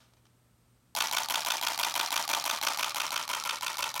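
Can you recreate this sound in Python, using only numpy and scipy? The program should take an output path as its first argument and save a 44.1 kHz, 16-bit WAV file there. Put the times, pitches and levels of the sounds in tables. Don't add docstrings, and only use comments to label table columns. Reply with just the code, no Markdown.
import sys
import numpy as np
from scipy import signal
from scipy.fft import rfft, irfft
from scipy.io import wavfile

SR = 44100
rng = np.random.default_rng(int(sys.argv[2]) if len(sys.argv) > 2 else 0)


def master(y):
    cut = np.clip(np.atleast_2d(y).T, -1, 1)
    pcm = np.round(cut * 32767)
    wavfile.write(sys.argv[1], SR, pcm.astype(np.int16))


N = 176400

# (time [s], level [dB])
BURST_FRAMES = [(0.9496, -1), (1.1115, -1), (1.2851, -1), (1.4476, -1), (1.612, -1), (1.7757, -0.5),
                (1.9396, -0.5), (2.1046, 0), (2.2769, 0), (2.4395, -0.1), (2.6127, 0.5), (2.7727, 0),
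                (2.9449, 0.5), (3.1049, 0), (3.277, 0), (3.437, -0.5), (3.6088, -1), (3.7692, -1),
                (3.9404, -2.5)]
# (delay [s], crack level [dB], crack decay [s], brightness [dB/octave],
# ring pitch [Hz], ring lift [dB], knock pitch [Hz], knock level [dB])
FRAME_CONTACTS = [ (.0007, -10, 0.00116, 3, 3980, 9, 834, 0),
                  (.0137, -7.5, 0.00089, 1.1, 3380, 3, 682, -8.5),
                  (0.0151, -10.5, 0.0025, -0.5, 2320, 9.5, 995, -3),
                  (0.0212, -12, 0.00057, 6, 3200, 8.5, 952, 3.5),
                  (.0228, -10, 0.0018, -1, 3250, 13, 636, -7.5),
                  (0.0244, -11.5, 0.005, 0.5, 2100, 2, 1172, -14.5),
                  (.0280, -10, 0.0032, -2.7, 3200, 4, 899, -0.5),
                  (.0325, -18.5, 0.0042, 3.8, 2300, 24, 806, -10),
                  (0.0361, -8.5, 0.0022, 3, 3560, -1, 570, -18.5),
                  (0.0384, -10, 0.0017, -2.8, 6140, 6.5, 1012, -3.5),
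                  (.0540, -13.5, 0.00069, 4, 3380, -2.5, 1265, -22),
                  (0.0558, -6, 0.0014, -1, 3460, 7, 1386, -15.5),
                  (0.0586, -4.5, 0.00174, 0.86, 5440, 5.5, 920, -5),
                  (0.0603, -8, 0.00062, -3.3, 2950, -2, 1254, -11),
                  (0.0693, -16.5, .0008, -4.9, 3520, -10, 610, -25),
                  (0.0711, -7, 0.00144, 1.5, 3420, 9, 1200, -2),
                  (0.0736, -8, 0.00124, 2.8, 2320, 7, 876, 0.5),
                  (.0855, -13, 0.00145, -3.8, 2380, 7, 667, -12.5),
                  (0.0903, -13.5, 0.0011, 3.5, 2400, -17, 908, 2),
                  (.0950, -23.5, 0.0011, -1, 3100, -8, 1174, -16),
                  (.0980, -27.5, 0.0031, -1.5, 1910, 27.5, 874, -2),
                  (.1040, -21.5, 0.0041, -10.5, 3000, -9, 927, 1),
                  (0.109, -9.5, 0.00076, 0.5, 2900, 7.5, 1000, -20),
                  (0.121, -11, 0.0015, 2, 5660, 10, 1080, -29),
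                  (0.1232, -20.5, 0.0014, -2.8, 5200, 6, 1370, -35),
                  (.1330, -12.5, 0.0025, .8, 4200, 10.5, 770, -14),
                  (.1378, -35.5, 0.0015, -7.2, 2300, 29.5, 868, -15),
                  (0.1466, -15, 0.001, 1.5, 4260, 5.5, 1154, -9)]
# (pitch [Hz], width [Hz], lift [dB])
SPRING_RINGS = [(4150, 300, 1.5), (5750, 440, 2.5), (11100, 810, 2.5), (13600, 1000, 4.5)]
# (pitch [Hz], width [Hz], lift [dB])
BLADE_RINGS = [(1470, 82, 7.5), (2560, 260, 7.5), (2920, 82, 2), (3200, 180, 4), (3570, 180, 6),
               (4530, 200, 4.5), (6240, 580, 3.5)]
# (delay [s], level [dB])
MOTOR_ENVELOPE = [(.072, -58), (0.081, -38.5), (0.096, -26.5), (0.113, -35), (.14, -34), (0.151, -40)]
# (frequency [Hz], gain [dB])
HOUSING_EQ = [(60, -27), (150, -3), (280, -4), (450, -9.5), (650, -0.5), (1200, 2), (1800, -1), (3200, -1),
              (6000, -1.5), (8000, -8), (12000, -9), (16000, -15)]
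# (pitch [Hz], width [Hz], lift [dB])
HOUSING_RINGS = [(583, 41, 4.5), (685, 75, 3), (923, 22, 1.5), (1020, 12, 0.5), (1156, 65, 0.5),
                 (1370, 100, 1.5), (2360, 110, 1.5), (3156, 250, 3)]
# (time [s], share of far sound [0-1])
FAR_BLEND = [(.95, 0), (2.45, 0.25), (2.8, 0.49), (3.1, 0.7), (3.5, .92), (4, 0.5)]
# (frequency [Hz], gain [dB])
FAR_EQ = [(200, -4), (580, -4), (720, -15.5), (870, -9), (1020, -3), (1350, 3.5), (1600, -6), (2400, -2.5),
          (3400, -5.5), (6000, -6), (9000, -4.5), (15000, -10)]
# (time [s], level [dB], decay [s])
FINGER_SCUFFS = [(.003, -54.5, 0.059), (.136, -51.5, 0.0038), (.168, -60, 0.016), (.254, -52, 0.0038),
                 (.266, -51, 0.0035)]
# (frequency [Hz], relative level [dB])
HISS_EQ = [(20, -24), (50, 3.5), (100, 2), (200, -2.5), (400, -8.5), (700, -13), (1000, -12.5),
           (2000, -18.5), (5000, -22), (7500, -22.5), (8600, -17.5), (10300, -28), (11500, -22),
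           (16000, -30)]
# (frequency [Hz], level [dB])
HUM_PARTIALS = [(120, -70), (240, -80), (600, -90), (1200, -94), (1320, -89)]

CURTAINS_FROM_S, CURTAINS_TO_S, RECOCK_FROM_S = .05, .08, .115
CRACK_DB, CRACK_RISE_S, CRACK_LOW_CUT_HZ = 3.5, .00026, 408
KNOCK_DB, KNOCK_RISE_S, KNOCK_T60_S = -25, .00099, .029
THUD_HZ, THUD_SPREAD_OCTAVES, THUD_VS_KNOCK_DB, THUD_T60_S = 315, .25, -16, .014
FRESH_CRACK_GAIN, STRENGTH_SPREAD_DB = .59, .88
KNOCK_DETUNE, RECOCK_RING_DETUNE = .018, .016
SLIP_S, RECOCK_SLIP_S = .00003, .0006

GEAR_CLICKS_PER_S, GEAR_LOW_HZ, GEAR_TOP_HZ = 5000, 330, 12000
BUMP_S, BUMP_HZ, BUMP_DB, BUMP_DECAY_S = 3.805, 62, -57, .03
EARLY_DB, EARLY_T60_S = -13, .017
TAIL_DB, TAIL_T60_S, TREBLE_T60_S, TAIL_SPLIT_HZ = -13, .25, .11, 5000
SIZE = 4096


def mirror_and_shutter():
    out, hz = np.zeros(N), bins(SIZE)
    octaves = np.log2(np.maximum(hz, 1000) / 3000)
    low_cut = -10 * np.log10(1 + (CRACK_LOW_CUT_HZ / (hz + 50)) ** 4)
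    for delay, crack_db, decay, bright, ring_hz, ring_db, knock_hz, knock_db in FRAME_CONTACTS:
        metal = SPRING_RINGS if delay < CURTAINS_FROM_S else BLADE_RINGS if delay < CURTAINS_TO_S else []
        tone_db = bright * octaves + low_cut + resonance_db(metal)
        ring_width = ring_hz / 3.2
        own_crack = crack(decay)
        thud_hz = THUD_HZ * 2 ** (THUD_SPREAD_OCTAVES * (2 * rng.random() - 1))
        thud = from_db(THUD_VS_KNOCK_DB) * knock(thud_hz, THUD_T60_S)
        slip, ring_detune = (RECOCK_SLIP_S, RECOCK_RING_DETUNE) if delay > RECOCK_FROM_S else (SLIP_S, 0)
        variations = rng.standard_normal((len(BURST_FRAMES), 3))
        for (frame_s, frame_db), (late, strong, sharp) in zip(BURST_FRAMES, variations):
            start = frame_s + delay + slip * late
            gain = from_db(frame_db + STRENGTH_SPREAD_DB * strong)
            ring = resonance_db([(ring_hz * (1 + ring_detune * sharp), ring_width, ring_db)])
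            chatter = unit_energy(own_crack + FRESH_CRACK_GAIN * crack(decay))
            snap = equalise(chatter, tone_db + ring)
            body = thud + knock(knock_hz * (1 + KNOCK_DETUNE * sharp), KNOCK_T60_S)
            add(out, start, gain * from_db(CRACK_DB + crack_db) * snap)
            add(out, start, gain * from_db(KNOCK_DB + knock_db) * body)
    return out


def crack(decay_s):
    t = np.arange(SIZE // 2) / SR
    rise = 1 - np.exp(-t / CRACK_RISE_S)
    window = np.exp(-(t / (4 * decay_s)) ** 2)
    chatter = rng.standard_normal(len(t)) * rise * np.exp(-t / decay_s)
    for _ in range(3):
        spectrum = rfft(chatter)
        chatter = irfft(spectrum / (abs(spectrum) + 1e-9)) * window
    return unit_energy(chatter * rise)


def knock(hz, t60):
    t = np.arange(SIZE) / SR
    return np.sin(2 * np.pi * hz * t) * (1 - np.exp(-t / KNOCK_RISE_S)) * from_db(-60 * t / t60)


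def motor():
    out, t = np.zeros(N), np.arange(SR // 5) / SR
    swell = from_db(np.interp(t, *np.transpose(MOTOR_ENVELOPE), left=-120, right=-120))
    for start, frame_db in BURST_FRAMES:
        teeth = rng.standard_normal(len(t)) * (rng.random(len(t)) < GEAR_CLICKS_PER_S / SR)
        add(out, start, from_db(frame_db) * swell * unit_energy(teeth) * np.sqrt(len(t)))
    rattle = pass_filter(out, "high", GEAR_LOW_HZ, order=2)
    return pass_filter(rattle, "low", GEAR_TOP_HZ)


def housing(x):
    hz = bins(SIZE)
    shell_db = curve_db(HOUSING_EQ, hz) + resonance_db(HOUSING_RINGS)
    near = equalise(x, shell_db)
    far = equalise(x, shell_db + curve_db(FAR_EQ, hz))
    away = np.interp(np.arange(N) / SR, *np.transpose(FAR_BLEND))
    return near * (1 - away) + far * away


def handling():
    out, t = np.zeros(N), np.arange(SR // 4) / SR
    for start, db, decay in FINGER_SCUFFS:
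        add(out, start, from_db(db) * rng.standard_normal(len(t)) * np.exp(-t / decay))
    return pass_filter(out, "low", hz=6000)


def microphone_bump():
    t = np.maximum(np.arange(N) / SR - BUMP_S, 0)
    return from_db(BUMP_DB) * np.sin(2 * np.pi * BUMP_HZ * t) * np.exp(-t / BUMP_DECAY_S)


def bedroom(x):
    t = np.arange(SR // 2) / SR
    early, late = rng.standard_normal((2, len(t)))
    early = unit_energy(early * (t > .002) * from_db(-60 * t / EARLY_T60_S))
    low = pass_filter(late, "low", TAIL_SPLIT_HZ)
    treble = (late - low) * from_db(-60 * t / TREBLE_T60_S)
    tail = unit_energy((t > .008) * (low * from_db(-60 * t / TAIL_T60_S) + treble))
    return convolve(x, from_db(EARLY_DB) * early + from_db(TAIL_DB) * tail)


def moving_reflections(x, spots=7):
    place = np.arange(N) / N * (spots - 1)
    return sum(bedroom(x * np.sqrt(np.maximum(1 - abs(place - k), 0))) for k in range(spots))


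def room_tone(hiss_db=-68):
    t = np.arange(N) / SR
    spectrum = rfft(rng.standard_normal(N)) * from_db(curve_db(HISS_EQ, bins(N)))
    hiss = unit_energy(irfft(spectrum, N)) * np.sqrt(N)
    hum = sum(from_db(db) * np.sqrt(2) * np.sin(2 * np.pi * (hz * t + rng.random()))
              for hz, db in HUM_PARTIALS)
    return from_db(hiss_db) * hiss + hum


def from_db(db):
    return 10 ** (np.asarray(db) / 20)


def unit_energy(x):
    return x / np.sqrt(np.sum(x ** 2) + 1e-20)


def bins(size):
    return np.fft.rfftfreq(size, 1 / SR)


def curve_db(points, hz):
    point_hz, db = np.transpose(points)
    return np.interp(np.log(hz + 1e-3), np.log(point_hz), db)


def resonance_db(rings):
    return sum(lift / (1 + (2 * (bins(SIZE) - hz) / width) ** 2) for hz, width, lift in rings)


def equalise(x, db):
    cepstrum = irfft(np.log(from_db(db)))
    cepstrum[1:SIZE // 2] *= 2
    cepstrum[SIZE // 2 + 1:] = 0
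    return convolve(x, irfft(np.exp(rfft(cepstrum))))


def pass_filter(x, kind, hz, order=1):
    return signal.sosfilt(signal.butter(order, hz, kind, fs=SR, output="sos"), x + 1e-18)


def convolve(x, response):
    return signal.fftconvolve(x, response)[:len(x)]


def add(out, start_s, x):
    i = min(max(int(round(start_s * SR)), 0), len(out))
    out[i:i + len(x)] += x[:len(out) - i]


def scene():
    camera = housing(mirror_and_shutter() + motor() + handling())
    return (camera + moving_reflections(camera) + microphone_bump() + room_tone())[None]


def record(dry):
    return signal.sosfilt(signal.ellip(12, .1, 80, 16000, fs=SR, output="sos"), dry)


dry = scene()
out = record(dry)
master(out)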